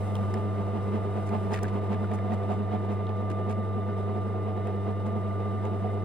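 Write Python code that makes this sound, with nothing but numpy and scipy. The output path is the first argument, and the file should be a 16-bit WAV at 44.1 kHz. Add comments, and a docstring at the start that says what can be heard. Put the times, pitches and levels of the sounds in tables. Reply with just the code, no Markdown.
"""A key cutting machine idles on a wooden deck for six seconds, while a padlock and the carriage are handled.
From the start the motor is a sum of tones, the bearings are filtered noise, and the belt's tugs swell
a pulse train and rubbing noise that ring the housing, over a boom; the first clicks are decaying modes.
Clicks and scrapes (sparse catches, filtered) crowd near 1.6 s with a soft low thud, the upper housing
swells near 2.45 s, and two dull carriage knocks, decaying sines, sound near 5.7 s."""
import sys
import numpy as np
from scipy import signal
from scipy.fft import rfft, irfft
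from scipy.io import wavfile
from scipy.ndimage import uniform_filter1d

SR = 44100
rng = np.random.default_rng(int(sys.argv[2]) if len(sys.argv) > 2 else 0)


def persist_wave(psi):
    """Save psi, clipped to +-1, as 16-bit WAV."""
    counts = np.round(np.clip(psi, -1, 1) * 32767).astype(np.int16)
    wavfile.write(sys.argv[1], SR, np.atleast_2d(counts).T)


N = 266364
T = np.arange(N) / SR  # seconds
F = np.maximum(np.fft.rfftfreq(N, 1 / SR), 1)  # Hz, kept above zero

# Spectrum of the bearing hiss. Each row: frequency in Hz, relative density in dB per Hz.
HISS_SPECTRUM = [(22, -27), (38, 0.5), (100, 11.5), (170, 8.5), (270, 1.5), (560, 7), (1100, -4.5),
                 (1650, -13.5), (2050, -22.5), (2900, -18.5), (4600, -30.5), (5900, -27), (6700, -37.5),
                 (8000, -29.5), (11200, -36.5), (15500, -45)]
# Mean level of the bearing hiss. Each row: time in seconds, level in dB.
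HISS_LEVEL = [(0, -39), (.6, -41.5), (2.2, -42.5), (3, -45), (6.04, -44)]
# Mean level of the brightest hiss. Each row: time in seconds, level in dB.
TREBLE_LEVEL = [(0, -66), (.7, -80.5), (1.4, -71), (1.9, -86), (6.04, -78)]
# Ringing of the cutter and pulleys. Each row: frequency in Hz, width of one filter pass in Hz, mean level in dB.
CUTTER_MODES = [(1482, 55, -65), (1799, 12, -68), (2013, 270, -62), (2950, 110, -73.5), (3586, 59, -73),
                (3787, 200, -73)]

# Dull knocks of the carriage. Each row: start in seconds, level in dB before decay and panning, pitch in Hz.
CARRIAGE_KNOCKS = [(5.653, -32, 690), (5.843, -28.5, 730)]
KNOCK_T60_S = 0.096

# Metal clicks. Each row: start in seconds, tick level in dB and main mode level in dB (both before decay),
# body pitch in Hz.
METAL_CLICKS = [(0.154, -44.5, -41.5, 3190), (0.166, -53, -48, 2860), (0.3405, -53, -38.5, 1740),
                (0.3404, -64, -48.5, 2950), (0.3405, -55, -43, 5200), (1.536, -56, -37.5, 5170),
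                (1.5395, -55, -33, 1900), (1.542, -49, -36, 2680), (1.549, -48, -47, 2000),
                (1.5737, -58, -39, 1820), (1.576, -58, -47, 2350), (1.585, -70, -39, 1400),
                (1.6328, -35, -48, 4380), (1.642, -62, -37, 1530), (1.652, -66, -38, 1720),
                (1.944, -58, -39.5, 1950), (2.042, -74, -40.5, 1410), (2.115, -54, -42, 1840),
                (2.187, -68, -41.5, 1740), (2.32, -58, -46, 1880), (3.068, -71, -48, 3280),
                (3.092, -78, -47.5, 2580), (4.6723, -53, -53, 2480), (5.653, -53, -48, 2180)]
# Spectrum of a click's tick. Each row: frequency in Hz, relative density in dB per Hz.
TICK_SPECTRUM = [(1500, -8), (3500, -13), (5100, 2.5), (6200, 4), (8300, 1.5), (10500, -0.5), (12500, -9),
                 (14500, -2), (16000, -6)]
# Ring time of a click at 2 kHz; with a positive slope, higher bodies stop sooner.
CLICK_T60_S, CLICK_T60_SLOPE, TICK_T60_S = 0.023, 1, .009
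# Second mode (pitch ratio, dB against the first), clatter of weaker modes (dB, width as a share of pitch).
SECOND_MODE, SECOND_MODE_DB, CLATTER_DB, CLATTER_WIDTH = 1.28, -7, -4, .55
# Sliding contacts. Each row: centre in seconds, rasp gain in dB, hiss gain in dB, Gaussian spread in seconds.
SLIDES = [(1.28, -57, -62, 0.018), (1.52, -46, -54.5, .004), (1.54, -44, -53, .007),
          (1.568, -45.5, -62, 0.016), (1.631, -49, -48, 0.0023), (1.645, -60, -65, .014),
          (1.682, -50.5, -69, 0.011), (1.93, -48.5, -74, 0.0092), (2.146, -59, -55.5, 0.0089),
          (2.34, -54, -61, 0.009), (2.53, -60, -66, 0.023), (2.928, -64, -67, 0.014),
          (3.302, -49.5, -59, .003), (3.32, -52, -62, 0.007), (3.51, -49.5, -59.5, 0.014),
          (5.07, -62, -65, 0.008), (5.655, -59, -70, 0.01)]
CATCHES_PER_S = 1300  # mean rate in each of the two noises

# Hum and whine of the motor. Each row: time in seconds, hum level in dB, whine level in dB, both before trim.
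MOTOR_LEVELS = [(0.1, -32, -52), (0.23, -32, -48.5), (0.78, -33, -50.5), (2.87, -33, -50.5),
                (3.28, -33, -46.5), (4.89, -33.5, -51), (5.44, -33, -46), (5.85, -33, -51),
                (5.95, -32.5, -49.5)]
# Weaker motor tones. Each row: frequency in Hz, mean level in dB, left minus right in dB.
MOTOR_TONES = [(299.4, -53, 0), (309.6, -57, 3), (399.1, -50.5, 0), (445.5, -57, -2), (545.5, -62, -3),
               (645.3, -50, -5), (669.9, -55, -9), (744.9, -58, -9), (898, -66, -8), (1090.8, -66, -3),
               (1215.3, -59, 3), (1290.3, -63.5, -3), (1390.2, -67, -8), (1760.3, -70.5, 6),
               (2065.5, -66, 0), (2826, -77, 0), (2926.5, -76, -5)]
HUM_HZ, WHINE_HZ = 99.85, 1190.4
HUM_TRIM_DB, WHINE_TRIM_DB = 2.13, 4

# Tugs of the belt. Each row: time in seconds, housing rumble in dB, base boom in dB before trim.
BELT_TUGS = [(0.121, -45, -39.5), (0.205, -40.5, -34), (0.367, -36, -34), (0.456, -36, -35),
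             (0.6, -36.5, -36.5), (0.686, -38, -38.5), (0.764, -36.5, -34.5), (0.881, -41.5, -38),
             (0.95, -32.5, -32), (1.063, -36.5, -41.5), (1.177, -36, -36.5), (1.343, -31, -31.5),
             (1.446, -39, -37), (1.53, -33, -34.5), (1.64, -34.5, -38.5), (1.762, -34.5, -32.5),
             (1.845, -38, -49.5), (1.922, -34, -32), (2.029, -38.5, -34), (2.131, -35, -33.5),
             (2.255, -38, -37.5), (2.323, -34, -31.5), (2.427, -36.5, -43), (2.515, -31.5, -32),
             (2.604, -37, -34), (2.741, -32, -33), (2.839, -37, -43.5), (2.908, -35, -34),
             (3.004, -36.5, -41.5), (3.098, -39, -38), (3.216, -35.5, -36.5), (3.308, -39.0, -37),
             (3.4, -34.5, -37), (3.488, -35.5, -34.5), (3.589, -41.5, -35.5), (3.773, -36.5, -34),
             (3.898, -36.5, -35.5), (3.997, -37.5, -41), (4.092, -35.5, -38), (4.171, -34.5, -37),
             (4.284, -41, -37), (4.372, -34.5, -45), (4.484, -36, -38), (4.58, -35, -40),
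             (4.678, -35, -42.5), (4.752, -38, -39), (4.885, -34, -36.5), (5.07, -37.5, -35.5),
             (5.163, -37, -32.5), (5.264, -42, -39.5), (5.411, -36.5, -45), (5.474, -43, -39),
             (5.541, -41.5, -38), (5.657, -35, -40.5), (5.739, -37.5, -37), (5.854, -38.5, -37.5),
             (5.96, -36.5, -44.5)]
# Housing resonances. Each row: frequency in Hz, width of one filter pass in Hz, relative gain in dB,
# left minus right in dB.
HOUSING_MODES = [(319.5, 10.3, 4.5, 4), (370.4, 33, 11, .5), (408.2, 45, 9, -.5), (447.6, 18.7, 11.5, -4.5),
                 (486.8, 24.7, 6.5, -3), (633.6, 28, 2.5, -5), (681.3, 31.5, 5.5, -10),
                 (728.7, 32, 2.5, -15.5), (870, 73, -5.5, -18.5)]
# Spectrum of the rattle. Each row: frequency in Hz, relative density in dB per Hz.
RATTLE_SPECTRUM = [(500, -32), (900, 12), (1500, -6), (2800, -11), (5000, -28), (12000, -41)]
# Mean rattle level against the rumble. 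Each row: time in seconds, level in dB.
RATTLE_LEVEL = [(0, -11), (1.7, -9), (2.4, -10.5), (2.9, -10), (3.3, -13.5), (6.04, -12)]
# Turns of the belt per second, and a time at which its joint passes.
BELT_HZ, JOINT_S = 5.088, .36
# Gaussian rise and fall shared by every tug, and the peak quickening of the knocks at the strongest.
SURGE_ATTACK_S, SURGE_RELEASE_S, QUICKEN_HZ = 0.023, 0.024, 5.34
# Levels between the tugs, boom before trim; under 1, sharpness makes the boom swell and fade more slowly.
RUMBLE_REST_DB, BOOM_REST_DB, BOOM_SHARPNESS = -41, -42, 0.84
BOOM_TRIM_DB, BOOM_WAVER_DB = 1.84, 1.2
# Extra power of the swell per octave above 500 Hz.
BRIGHTEN = .45
# The upper housing resonances (600 to 800 Hz) swell once and ease.
UPPER_REST_DB, UPPER_SWELL_DB, UPPER_AT_S, UPPER_SPREAD_S = 0.5, 5, 2.45, 0.3
# The belt's rubbing against the knocks, and the lumpiness of both.
RUB_DB, LUMP_DB = -1, 3.5

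# Phase by which the left port leads the right. Each row: frequency in Hz, phase in radians.
PORT_LEAD = [(140, -.71), (200, -.95), (300, -.25), (500, -.55), (620, .2), (730, .1), (950, 1.6),
             (1500, 0), (1800, -.3), (2500, .1), (3100, 1.3), (3800, .3), (5100, 0), (5600, -2.4),
             (8400, -6.2), (10200, -6.5), (15500, -12.5)]
TOP_HZ = 15800


def undb(db):
    """Amplitude ratio: decibels to gain."""
    return 10 ** (np.asarray(db) / 20)


def unit(x):
    """Normalization: scale to rms 1 over all channels."""
    return x / np.sqrt(np.mean(x ** 2))


def curve(rows, axis=1):
    """Linear interpolation: one column of a table, joined by straight lines in time."""
    rows = np.array(rows)
    return np.interp(T, rows[:, 0], rows[:, axis])


def pan(db):
    """Level stereophony: left and right gains for a level difference."""
    return undb(np.array([[db], [-db]]) / 2)


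def colour(x, points):
    """Linear filtering by a spectrum of (Hz, dB) points, joined over log frequency."""
    hz, db = np.transpose(points)
    gain = undb(np.interp(np.log(F), np.log(hz), db))
    return irfft(rfft(x) * gain, N)


def ring(x, hz, width, order=1):
    """Damped resonance with gain 1 at its centre; order 2 passes it twice for steep skirts."""
    detuning = (F / hz - hz / F) * hz / width
    return irfft(rfft(x) / (1 + 1j * detuning) ** order, N)


def walk(rate):
    """Low-passed random fluctuation with rms 1; rate in Hz sets its speed."""
    smoothed = rfft(rng.standard_normal(N)) * np.exp(-(F / rate) ** 2)
    return unit(irfft(smoothed, N))


def ports(x, apart):
    """Partial coherence: two ports hear the first signal alike and the second in opposite phase."""
    return np.array([x[0] + apart * x[1], x[0] - apart * x[1]]) / np.hypot(1, apart)


def noise():
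    """Statistical independence: two unrelated white noises."""
    return rng.standard_normal((2, N))


def swell(t, spread):
    """Gaussian envelope of height 1."""
    return np.exp(-.5 * ((T - t) / spread) ** 2)


def steady(x):
    """Power normalization over short spans evens out the strength; the fine grain stays."""
    size = int(.03 * SR)
    power = uniform_filter1d(np.mean(x ** 2, axis=0), size)
    return x / np.sqrt(uniform_filter1d(power, size))


def bearings():
    """Broadband excitation: rolling hiss, and noise that keeps the cutter and pulleys ringing."""
    hiss = unit(colour(ports(noise(), apart=0.5), HISS_SPECTRUM))
    hiss = hiss * undb(curve(HISS_LEVEL) + 1.26 * walk(31))
    bright = unit(ring(ports(noise(), apart=0.15), 8000, 8600, order=2))
    bright = bright * undb(curve(TREBLE_LEVEL) + 1.2 * walk(150))
    drive = ports(noise(), apart=0.28)
    ringing = 0
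    for hz, width, db in CUTTER_MODES:
        mode = unit(ring(drive, hz, width, order=2))
        ringing = ringing + undb(db + 1.75 * walk(30)) * mode
    return hiss + bright + ringing


def bump():
    """Amplitude and phase modulation: a soft low thud near the sharpest click."""
    wave = np.sin(2 * np.pi * 36 * T + 0.73 * walk(15))
    return undb(-47.0) * swell(1.65, 0.13) * wave


def carriage():
    """Free decay of a struck mode: dull knocks of the carriage set a housing panel ringing."""
    out = 0
    for t, db, hz in CARRIAGE_KNOCKS:
        age = np.maximum(T - t, 0)
        decay = np.exp(-np.log(1000) * age / KNOCK_T60_S)
        build = 1 - np.exp(-hz * age / 2)
        out = out + undb(db) * np.sin(2 * np.pi * hz * age) * decay * build
    return np.sqrt(2) * pan(-7) * out


def clicks(bright, grain):
    """Modal impact: each contact is a bright tick over a briefly ringing body."""
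    out = 0
    for t, tick_db, body_db, hz in METAL_CLICKS:
        body_t60 = CLICK_T60_S * (2000 / hz) ** CLICK_T60_SLOPE
        age = np.maximum(T - t, 0)
        body_decay = (T >= t) * np.exp(-np.log(1000) * np.minimum(age / body_t60, 10))
        tick_decay = (T >= t) * np.exp(-np.log(1000) * np.minimum(age / TICK_T60_S, 10))
        # two close modes over a clatter of weaker ones
        phase = 2 * np.pi * hz * age
        second = undb(SECOND_MODE_DB) * np.sin(SECOND_MODE * phase)
        clatter = undb(CLATTER_DB) * unit(ring(grain, hz, CLATTER_WIDTH * hz, order=2))
        body = np.sin(phase) + second + clatter
        # the modes take a moment to build up
        build = 1 - np.exp(-hz * age)
        tick = undb(tick_db) * tick_decay * bright
        out = out + tick + np.sqrt(2) * undb(body_db) * body_decay * build * body
    return out


def scuffs(bright, grain):
    """Stick-slip friction: sparse random catches give a rasp, with a soft hiss beside it."""
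    catches = np.sign(grain) * (rng.random(N) < CATCHES_PER_S / SR)
    rasp = unit(ring(catches, 1710, 1700, order=2))
    hiss = ring(bright, 6300, 8000)
    slide = 0
    for t, rasp_db, hiss_db, spread in SLIDES:
        slide = slide + swell(t, spread) * (undb(rasp_db) * rasp + undb(hiss_db) * hiss)
    return slide * undb(3.5 * walk(180))


def handling():
    """Contact excitation: clicks and scuffs share the same noises."""
    bright = unit(colour(ports(noise(), apart=0.46), TICK_SPECTRUM))
    grain = ports(noise(), apart=0.47)
    return clicks(bright, grain) + scuffs(bright, grain)


def motor():
    """Periodic magnetic force: hum near twice the mains rate, slot whine and weaker wavering tones."""
    hum = np.sin(2 * np.pi * HUM_HZ * T) * undb(curve(MOTOR_LEVELS) + HUM_TRIM_DB)
    phase = 2 * np.pi * WHINE_HZ * T + 0.098 * walk(7.6)
    whine = np.sin(phase) * undb(curve(MOTOR_LEVELS, axis=2) + WHINE_TRIM_DB + 0.63 * walk(17))
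    out = hum + whine
    for hz, db, side_db in MOTOR_TONES:
        level = undb(db + 2.5 * walk(13))
        phase = 2 * np.pi * hz * T + 0.55 * walk(7) + hz / 8000 * walk(60)
        out = out + pan(side_db) * level * np.sin(phase)
    return np.sqrt(2) * out  # a sine of rms 1


def surge(at_s):
    """Transient loading: one tug of the belt, height 1, with its own rise and fall."""
    age = T - at_s
    spread = np.where(age < 0, SURGE_ATTACK_S, SURGE_RELEASE_S)
    return np.exp(-.5 * np.minimum(np.abs(age) / spread, 10) ** 2)


def shaking():
    """Power addition of tugs: strengths of rumble and boom, and the cycles by which knocks run ahead."""
    rumble, boom, lead = undb(RUMBLE_REST_DB) ** 2, undb(BOOM_REST_DB) ** 2, 0
    hardest_db = max(row[2] for row in BELT_TUGS)
    for t, rumble_db, boom_db in BELT_TUGS:
        tug = surge(t)
        rumble = rumble + (undb(rumble_db) * tug) ** 2
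        boom = boom + (undb(boom_db) * tug ** BOOM_SHARPNESS) ** 2
        # knocks lag before a tug's peak and lead after it, so they run quicker at the peak
        lead = lead + QUICKEN_HZ * undb(boom_db - hardest_db) * tug * (T - t)
    return np.sqrt(rumble), np.sqrt(boom), lead


def belt_rub(fresh, turns):
    """Periodic roughness: the belt's uneven surface comes round again, mixed with fresh noise."""
    surface = rng.standard_normal(int(turns * SR / BELT_HZ))
    return np.resize(surface, N) + fresh * rng.standard_normal(N)


def housing_ring(contact, rumble):
    """Forced resonance: knocks and rubbing ring the panels, more brightly when harder."""
    drive = ports([contact, rng.standard_normal(N)], apart=0.14) * undb(LUMP_DB * walk(53))
    upper_db = UPPER_REST_DB + UPPER_SWELL_DB * swell(UPPER_AT_S, UPPER_SPREAD_S)
    housing = 0
    for hz, width, db, side_db in HOUSING_MODES:
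        # higher panels swell most, and each panel's share wanders
        brightness = unit(rumble) ** (BRIGHTEN * np.log2(hz / 500))
        share = undb(db + 1.5 * walk(20) + (600 < hz < 800) * upper_db)
        housing = housing + pan(side_db) * brightness * share * ring(drive, hz, width, order=2)
    return steady(housing)


def base_boom(cycle, rub):
    """Harmonic excitation: the base booms at the second harmonic of the knocks, with a rubbing drone."""
    drone = unit(ring(ports([rub, rng.standard_normal(N)], apart=0.16), 207.9, 24, order=2))
    base = steady(np.sqrt(2) * np.sin(2 * cycle) + 0.69 * drone)
    return base * undb(BOOM_WAVER_DB * walk(26))


def thin_rattle(rub, turn):
    """Cyclic modulation: rubbing noise is strengthened as the belt's joint passes."""
    rattle = unit(colour(ports([rub, rng.standard_normal(N)], apart=0.51), RATTLE_SPECTRUM))
    return rattle * undb(curve(RATTLE_LEVEL) + 1.6 * np.cos(turn))


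def belt():
    """Parametric excitation: loose parts knock once per hum cycle, harder and quicker at each tug."""
    rumble, boom, lead = shaking()
    # the belt's stiff joint runs over two pulleys on each turn
    turn = 2 * np.pi * BELT_HZ * (T - JOINT_S)
    cycle = 2 * np.pi * (HUM_HZ * T + lead)
    cycle = cycle + 0.22 * np.sin(2 * turn) + 0.17 * np.sin(turn) + 0.3 * walk(17)
    # a narrow pulse at the top of each cycle
    knocks = np.exp(45 * (np.cos(cycle + .13 * walk(50)) - 1)) * undb(2.5 * walk(90))
    # belt and pulleys line up again every third turn
    rub = unit(belt_rub(fresh=.5, turns=1) + 1.4 * belt_rub(fresh=.4, turns=3))
    contact = unit(ring(knocks, 502, 1400)) + undb(RUB_DB) * rub
    housing = housing_ring(contact, rumble)
    base = base_boom(cycle, rub)
    rattle = thin_rattle(rub, turn)
    return rumble * (housing + rattle) + undb(BOOM_TRIM_DB) * pan(-1.7) * boom * base


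def scene():
    """Superposition: the idling machine and the handling of its parts."""
    return bearings() + bump() + carriage() + handling() + motor() + belt()


def record(dry):
    """Two-port reception: short end fades, a phase difference between ports, and a steep top cut."""
    left, right = dry * np.clip(np.minimum(T, T[-1] - T) / .004, 0, 1)
    hz, radians = np.transpose(PORT_LEAD)
    lag = np.exp(-1j * np.interp(F, hz, radians))
    heard = np.array([left, irfft(rfft(right) * lag, N)])
    top_cut = signal.ellip(8, .2, 70, TOP_HZ, fs=SR, output="sos")
    return signal.sosfilt(top_cut, heard)


dry = scene()
out = record(dry)
persist_wave(out)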